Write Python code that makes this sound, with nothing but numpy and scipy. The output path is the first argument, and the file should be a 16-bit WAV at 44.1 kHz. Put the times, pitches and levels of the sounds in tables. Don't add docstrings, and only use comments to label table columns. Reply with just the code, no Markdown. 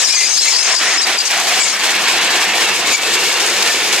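import sys
import numpy as np
from scipy import signal
from scipy.fft import rfft, irfft, next_fast_len
from scipy.io import wavfile
from scipy.ndimage import uniform_filter1d, map_coordinates

SR = 44100
rng = np.random.default_rng(int(sys.argv[2]) if len(sys.argv) > 2 else 0)


def generate_wav(signal):
    frames = np.transpose(np.atleast_2d(signal))
    scaled = np.clip(frames, -1, 1) * 32767
    pcm = np.round(scaled).astype(np.int16)
    wavfile.write(sys.argv[1], SR, pcm)


N = 176400
TIME = np.arange(N) / SR
TOP_HZ = 15760

# frequency in Hz, relative level in dB.
ROAR_COLOUR = [(20, -47), (60, -31), (110, -26), (165, -15.5), (250, -11.5), (340, -5), (480, -6),
               (580, -6), (1000, -1.5), (1240, -2.5), (1600, -1), (1950, -1.5), (2200, 1.5), (3100, -0.5),
               (3500, -0.5), (5300, -4.5), (7500, -10), (10400, -19.5), (13500, -25), (15500, -36.5)]
# centre in Hz, width in Hz, boost in dB.
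TUBE_MODES = [(195, 21, 2.5), (363, 32, 3), (472, 40, 4), (718, 140, 3.5), (1034, 51, 1.5),
              (1788, 170, 4.5), (2200, 67, 2.6), (2670, 450, 2)]
# centre in Hz, width in Hz, boost in dB.
SHIMMER_MODES = [(12890, 45, 3), (13096, 40, 6), (13288, 30, 7), (13486, 45, 6), (13910, 60, 4)]
# frequency in Hz, left over right in dB.
TUBE_PAN = [(250, -3), (700, 0.5), (1300, -1.7), (2400, -2.5), (4400, 2.5), (7500, 7), (11000, 0),
            (15000, 1)]
# time in seconds, then bass, body and treble gain in dB.
ROAR_FADERS = [(0, -3, 2, 6), (.1, -7, -6, 3), (.31, -6, -4.5, -1), (.39, -8, -9, 6), (.44, -7, -5.5, 2),
               (.55, -5, 3, 5), (.6, -10, -2.5, -3), (.74, -7.5, -0.5, -5), (.77, -10, -10, -5),
               (.82, -7, -2.5, -2), (1.16, -6, -5, -2.5), (1.2, -7, -7, 0), (1.28, -11, -6.5, -1),
               (1.35, -5, -5.5, 0), (1.58, -1, -1.5, 7.5), (1.77, -8, -5, -3), (1.85, -1.5, -1, 1.5),
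               (2.1, 2.5, 1.5, 3.5), (2.4, 1, 1, 4), (2.48, 0.5, -1.5, 1.5), (2.61, 2.5, 0, 4.5),
               (2.8, -1.5, -3, 1.5), (2.91, 6.5, 1, 4), (2.94, -4, -0.5, 4), (2.99, -4, -7, -1.5),
               (3.1, 0.5, -2.5, 4), (3.65, -0.5, -1.5, 3), (4, 1, -2, 2.5)]
# start in seconds, relative strength.
CLASHES = [(1.07, 0.94), (1.31, 0.69), (1.48, 0.25), (1.836, 1.13), (2.082, 1.2), (2.355, 0.79),
           (2.609, 0.72), (2.871, 0.71), (3.137, 1.1), (3.285, 0.32), (3.399, 1.3), (3.624, 2.1),
           (3.673, 1.1), (3.927, 1.8)]
BASS_HZ, TREBLE_HZ, ROAR_DB, CLASH_DECAY_S = 476, 4650, -12.5, 0.02


def roar():
    def tube(f):
        modes = sum((amp(db) - 1) * 1j * f * width / (hz * hz - f * f + 1j * f * width)
                    for hz, width, db in TUBE_MODES + SHIMMER_MODES)
        return amp(along(ROAR_COLOUR, f)) * (1 + modes)

    sound = unit(stereo(filtered(rattle(patchy_db=1.4), tube), TUBE_PAN))
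    bass = filtered(sound, lambda f: 1 / (1 + (f / BASS_HZ) ** 4))
    treble = filtered(sound, lambda f: 1 - 1 / (1 + (f / TREBLE_HZ) ** 4))
    body = sound - bass - treble
    clash = sum(strength * (TIME > start) * np.exp(-np.abs(TIME - start) / CLASH_DECAY_S)
                for start, strength in CLASHES)
    clash = uniform_filter1d(clash, size=200)
    clash -= clash.mean()
    times, bass_db, body_db, treble_db = np.transpose(ROAR_FADERS)

    def ride(fader_db, clash_db, sway_db):
        return amp(ROAR_DB + np.interp(TIME, times, fader_db) + clash_db * clash + sway_db * wobble(45))

    return (bass * ride(bass_db, clash_db=7.5, sway_db=1.5)
            + body * ride(body_db, clash_db=7.5, sway_db=0.88)
            + treble * ride(treble_db, clash_db=10.5, sway_db=2.1))


# frequency in Hz, relative level in dB.
SCRAPE_COLOUR = [(60, -90), (300, -42), (1500, -14.5), (3200, -5), (4200, 0.5), (5200, 4.5), (5900, 0),
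                 (6500, 1), (8000, -5.5), (10000, -15), (12500, -26.5), (15500, -51)]
# frequency in Hz, left over right in dB.
RUB_PAN = [(2500, 0), (4000, -6), (5000, 10), (6500, 13), (9000, 15), (13000, 3)]
# start in seconds, length in seconds, relative level in dB.
SCRAPES = [(-.02, .28, -4.5), (0.265, 0.12, -9), (0.361, .05, -11), (0.415, 0.077, -4.5),
           (0.479, 0.093, -6), (0.573, 0.042, -7.5), (0.625, 0.14, -7.5), (.752, 0.052, -13),
           (0.814, 0.16, -13), (0.974, .012, -12), (1.008, 0.036, -9), (1.182, 0.031, -7),
           (1.249, 0.031, -7), (1.591, 0.074, -8.5), (1.672, .06, -13), (1.79, .014, -14),
           (2.923, 0.038, -11)]


def scrapes():
    noise = patchy_noise(patchy_db=4.5, bins=3, frames=4)
    hiss = unit(stereo(coloured(noise, SCRAPE_COLOUR), RUB_PAN))
    roughness = amp(2 * wobble(140) - 2.5)
    return hiss * roughness * strokes(SCRAPES)


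# start in seconds, length in seconds, pitch in Hz,
# relative level in dB, roughness (0 holds a steady pitch).
SQUEALS = [(.03, .09, 5200, -8, 0.9), (.085, 0.18, 2408, -19, 1), (.125, .022, 2450, -8.5, 0.3),
           (.13, 0.028, 5000, -11, 0.9), (.15, 0.048, 6340, -7, 0.5), (.16, 0.087, 2078, -12.5, 0.92),
           (.243, 0.023, 2535, -15, 0.27), (.252, 0.021, 5080, -9, 0.7), (.272, 0.017, 5600, -13, .5),
           (.285, 0.052, 6180, -11, 0.9), (.33, 0.041, 6400, -7, .6), (.375, 0.036, 5160, -7, 0.5),
           (.378, .02, 4760, -5, 0.7), (0.402, .09, 4190, -15, .5), (.425, .04, 6330, -17, 0.65),
           (.456, 0.032, 2080, -12, 0.54), (.473, 0.024, 2290, -10, 0.48), (.498, 0.032, 5230, -7, .65),
           (.532, .042, 4720, -4.5, .7), (.546, 0.026, 5180, -3, 0.6), (.578, .036, 5130, -5, 0.7),
           (.605, .016, 6330, -12, .6), (.748, 0.031, 4850, -8, 0.64), (.908, .022, 6400, -14.5, .3),
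           (.974, .016, 5120, -4, .4), (.978, 0.033, 5520, -8, .4), (1.014, .018, 4000, -12, .6),
           (1.014, .02, 5000, -13, 0.64), (1.033, .014, 4740, -8, .6), (1.178, 0.016, 4880, -9, 0.5),
           (1.193, 0.019, 4660, -6, 0.83), (1.593, 0.034, 2286, -13, 0.1), (1.6, .05, 7670, -11, 1.1),
           (1.628, .028, 6750, -12, 0.42), (1.648, 0.027, 2250, -18, .2), (1.728, 0.019, 5500, -16, 0.4),
           (2.923, 0.033, 2282, -8, 0.3)]
SQUEAL_WANDER, SQUEAL_JITTER = .012, .038
SQUEAL_DB, FLUTTER_DB, SECOND_HARMONIC_DB, THIRD_HARMONIC_DB = -4, 3.5, -17.5, -10


def squeals():
    out = np.zeros((2, N))
    sides = np.array([[.5], [-.5]])
    waver = SQUEAL_WANDER * wobble(60) + SQUEAL_JITTER * wobble(900)
    flutter = amp(FLUTTER_DB * wobble(170))
    attack_s, release_s = 0.0072, 0.0063
    for start, length, hz, db, roughness in SQUEALS:
        on = (TIME > start) & (TIME < start + length + 8 * release_s)
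        envelope = contact(TIME[on] - start, length, attack_s, release_s) * flutter[on]
        phase = 2 * np.pi * np.cumsum(hz * (1 + roughness * waver[on])) / SR
        for k, harmonic_db in enumerate([0, SECOND_HARMONIC_DB, THIRD_HARMONIC_DB], start=1):
            if k * hz < TOP_HZ:
                pan = amp(sides * along(RUB_PAN, k * hz))
                tone = unit(pan * np.sin(k * phase - sides * along(LEFT_LAG, k * hz)))
                colour_db = along(SCRAPE_COLOUR, k * hz) - along(SCRAPE_COLOUR, hz)
                out[:, on] += tone * envelope * amp(db + SQUEAL_DB + harmonic_db + colour_db)
    return out


# frequency in Hz, relative level in dB.
GRIND_COLOUR = [(30, -50), (110, -23), (175, -15.5), (400, -4), (560, -2.5), (740, 5.5), (880, -8),
                (1050, 3), (1300, 2), (1900, 5.5), (2400, 5.5), (3500, 1.5), (6000, -0.5), (10000, -16),
                (15500, -42)]
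# start in seconds, length in seconds, level in dB.
GRINDS = [(0.666, 0.08, -12), (0.795, .18, -14), (1.049, 0.111, -17.5), (1.298, .12, -15.5),
          (1.467, 0.15, -13.5)]


def grinding():
    judder = coloured(rattle(patchy_db=1.0), GRIND_COLOUR)
    return unit(stereo(judder, TUBE_PAN)) * strokes(GRINDS)


# start in seconds, length in seconds, centre in Hz,
# half width in Hz, level in dB.
TUBE_NOTES = [(0.725, 0.037, 1045, 35, -14.5), (.83, 0.16, 1950, 280, -19.5), (1.048, .1, 770, 90, -27.5),
              (1.29, 0.34, 763, 100, -26.5), (1.328, 1.05, 224, 60, -44), (2.28, 0.087, 1760, 45, -28),
              (2.48, 0.064, 2660, 50, -23), (2.525, 0.055, 2280, 50, -23), (2.57, 0.057, 1810, 40, -20),
              (2.63, 0.097, 2670, 90, -21.5), (2.962, 0.089, 2295, 35, -23.5), (3.02, .07, 2590, 60, -23),
              (3.04, 1.2, 488, 110, -31.5), (3.14, 0.26, 2760, 60, -25.5), (3.253, 0.066, 2850, 200, -22),
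              (3.62, .12, 1770, 50, -22)]


def tube_notes(fade_s=0.021):
    out = np.zeros(N)
    for start, length, hz, half_width, db in TUBE_NOTES:
        note = filtered(rng.standard_normal(N), lambda f: 1 / (1 + ((f - hz) / half_width) ** 4))
        fade = np.clip(np.minimum(TIME - start, start + length - TIME) / fade_s, 0, 1)
        out += unit(note) * amp(db) * fade
    return out


# frequency in Hz, relative level in dB.
TICK_COLOUR = [(60, -56), (400, -3), (1500, -4.5), (4000, 2), (8000, 7), (11000, -2.5), (15500, -29)]
TICKS_PER_S, TICK_DECAY_S, TICK_SPREAD_DB, TICK_DB = 28, 0.002, 6, -29.5


def ticks():
    hits = (rng.random(N) < TICKS_PER_S / SR) * amp(TICK_SPREAD_DB * rng.standard_normal(N))
    for start, strength in CLASHES:
        hits[round(start * SR)] += 2 * strength
    bursts = ring_out(hits, TICK_DECAY_S) * rng.standard_normal((2, N))
    return unit(stereo(coloured(bursts, TICK_COLOUR), TUBE_PAN)) * amp(TICK_DB)


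# multiple of the shaft rate, relative level in dB.
ENGINE_ORDERS = [(2, -69), (3, -59), (4, -56), (5, -54.5), (6, -58)]
SHAFT_HZ = 21.7


def engine():
    phase = 2 * np.pi * np.cumsum(SHAFT_HZ * (1 + 0.0024 * wobble(2.7))) / SR
    hum = sum(amp(db + 1.6 * wobble(6)) * np.sin(k * phase) for k, db in ENGINE_ORDERS)
    times, bass_db = np.transpose(ROAR_FADERS)[:2]
    return hum * amp(1.4 * np.interp(TIME, times, bass_db))


def rattle(patchy_db, knocks_per_s=490, spread_db=4, knock_share=0.49, decay_s=0.0048):
    hits = (rng.random(N) < knocks_per_s / SR) * amp(spread_db * rng.standard_normal(N)) ** 2
    power = ring_out(hits, decay_s)
    envelope = np.sqrt(1 - knock_share + knock_share * power / power.mean())
    return patchy_noise(patchy_db, bins=2, frames=9) * envelope


def patchy_noise(patchy_db, bins, frames):
    spectra = signal.stft(rng.standard_normal((2, N)), nperseg=512)[2]
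    patches = uniform_filter1d(rng.standard_normal(spectra.shape[1:]), bins, axis=0)
    patches = uniform_filter1d(patches, frames, axis=1)
    return unit(signal.istft(spectra * amp(patchy_db * unit(patches)), nperseg=512)[1][:, :N])


def contact(age, length, attack_s=0.0067, release_s=0.0076):
    return np.clip(age / attack_s, 0, 1) * np.exp(-np.maximum(age - length, 0) / release_s)


def strokes(rows):
    return sum(amp(db) * contact(TIME - start, length) for start, length, db in rows)


def ring_out(hits, decay_s):
    return signal.lfilter([1], [1, -np.exp(-1 / (decay_s * SR))], hits)


# frequency in Hz, correlation.
LIKENESS = [(140, .9999), (300, .9975), (600, .979), (1400, .905), (3100, .76), (5000, .48), (7000, .31),
            (15000, .42)]
# frequency in Hz, phase in radians.
LEFT_LAG = [(300, 0), (1300, 0.037), (2700, 0.35), (4000, 0.93), (5600, 2.3), (7200, 0.2), (15000, 0)]


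def stereo(pair, pan):
    def spread(hz):
        angle = np.arccos(along(LIKENESS, hz)) / 2
        return np.array([np.cos(angle), np.sin(angle)])

    def lean(hz):
        left = amp(along(pan, hz) / 2) * np.exp(-.5j * along(LEFT_LAG, hz))
        return np.array([left, 1 / left])

    mid, side = filtered(pair, spread)
    return filtered(np.array([mid + side, mid - side]), lean)


def coloured(x, colour):
    return filtered(x, lambda hz: amp(along(colour, hz)))


def filtered(x, response):
    size = next_fast_len(N + SR // 2)
    return irfft(rfft(x, size) * response(np.fft.rfftfreq(size, 1 / SR)), size)[..., :N]


def along(points, hz):
    freqs, values = np.transpose(points)
    return np.interp(np.log(hz + 1), np.log(freqs + 1), values)


def wobble(rate):
    return map_coordinates(rng.standard_normal(int(N * rate / SR) + 4), [TIME * rate])


def amp(db):
    return 10 ** (np.asarray(db) / 20)


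def unit(x):
    return x / np.sqrt(np.mean(x ** 2) + 1e-20)


def scene():
    return roar() + tube_notes() + ticks() + grinding() + scrapes() + squeals() + engine()


THRESHOLD_DB, DUCK_SLOPE, SENSE_S, RECOVER_DB_PER_S, CEILING = -13.5, 0.66, 0.0055, 204, .95


def record(dry):
    power = np.abs(uniform_filter1d(dry ** 2, size=int(SENSE_S * SR), axis=1)).max(axis=0)
    duck_db = DUCK_SLOPE * 5 * np.log10(1 + (power / amp(THRESHOLD_DB) ** 2) ** 2)
    recovery = RECOVER_DB_PER_S * TIME
    held_db = np.maximum.accumulate(duck_db + recovery) - recovery
    ducked = dry * amp(-held_db)
    rounded = ducked / (1 + np.abs(ducked / CEILING) ** 10) ** (1 / 10)
    return filtered(rounded, lambda hz: hz < TOP_HZ)


dry = scene()
out = record(dry)
generate_wav(out)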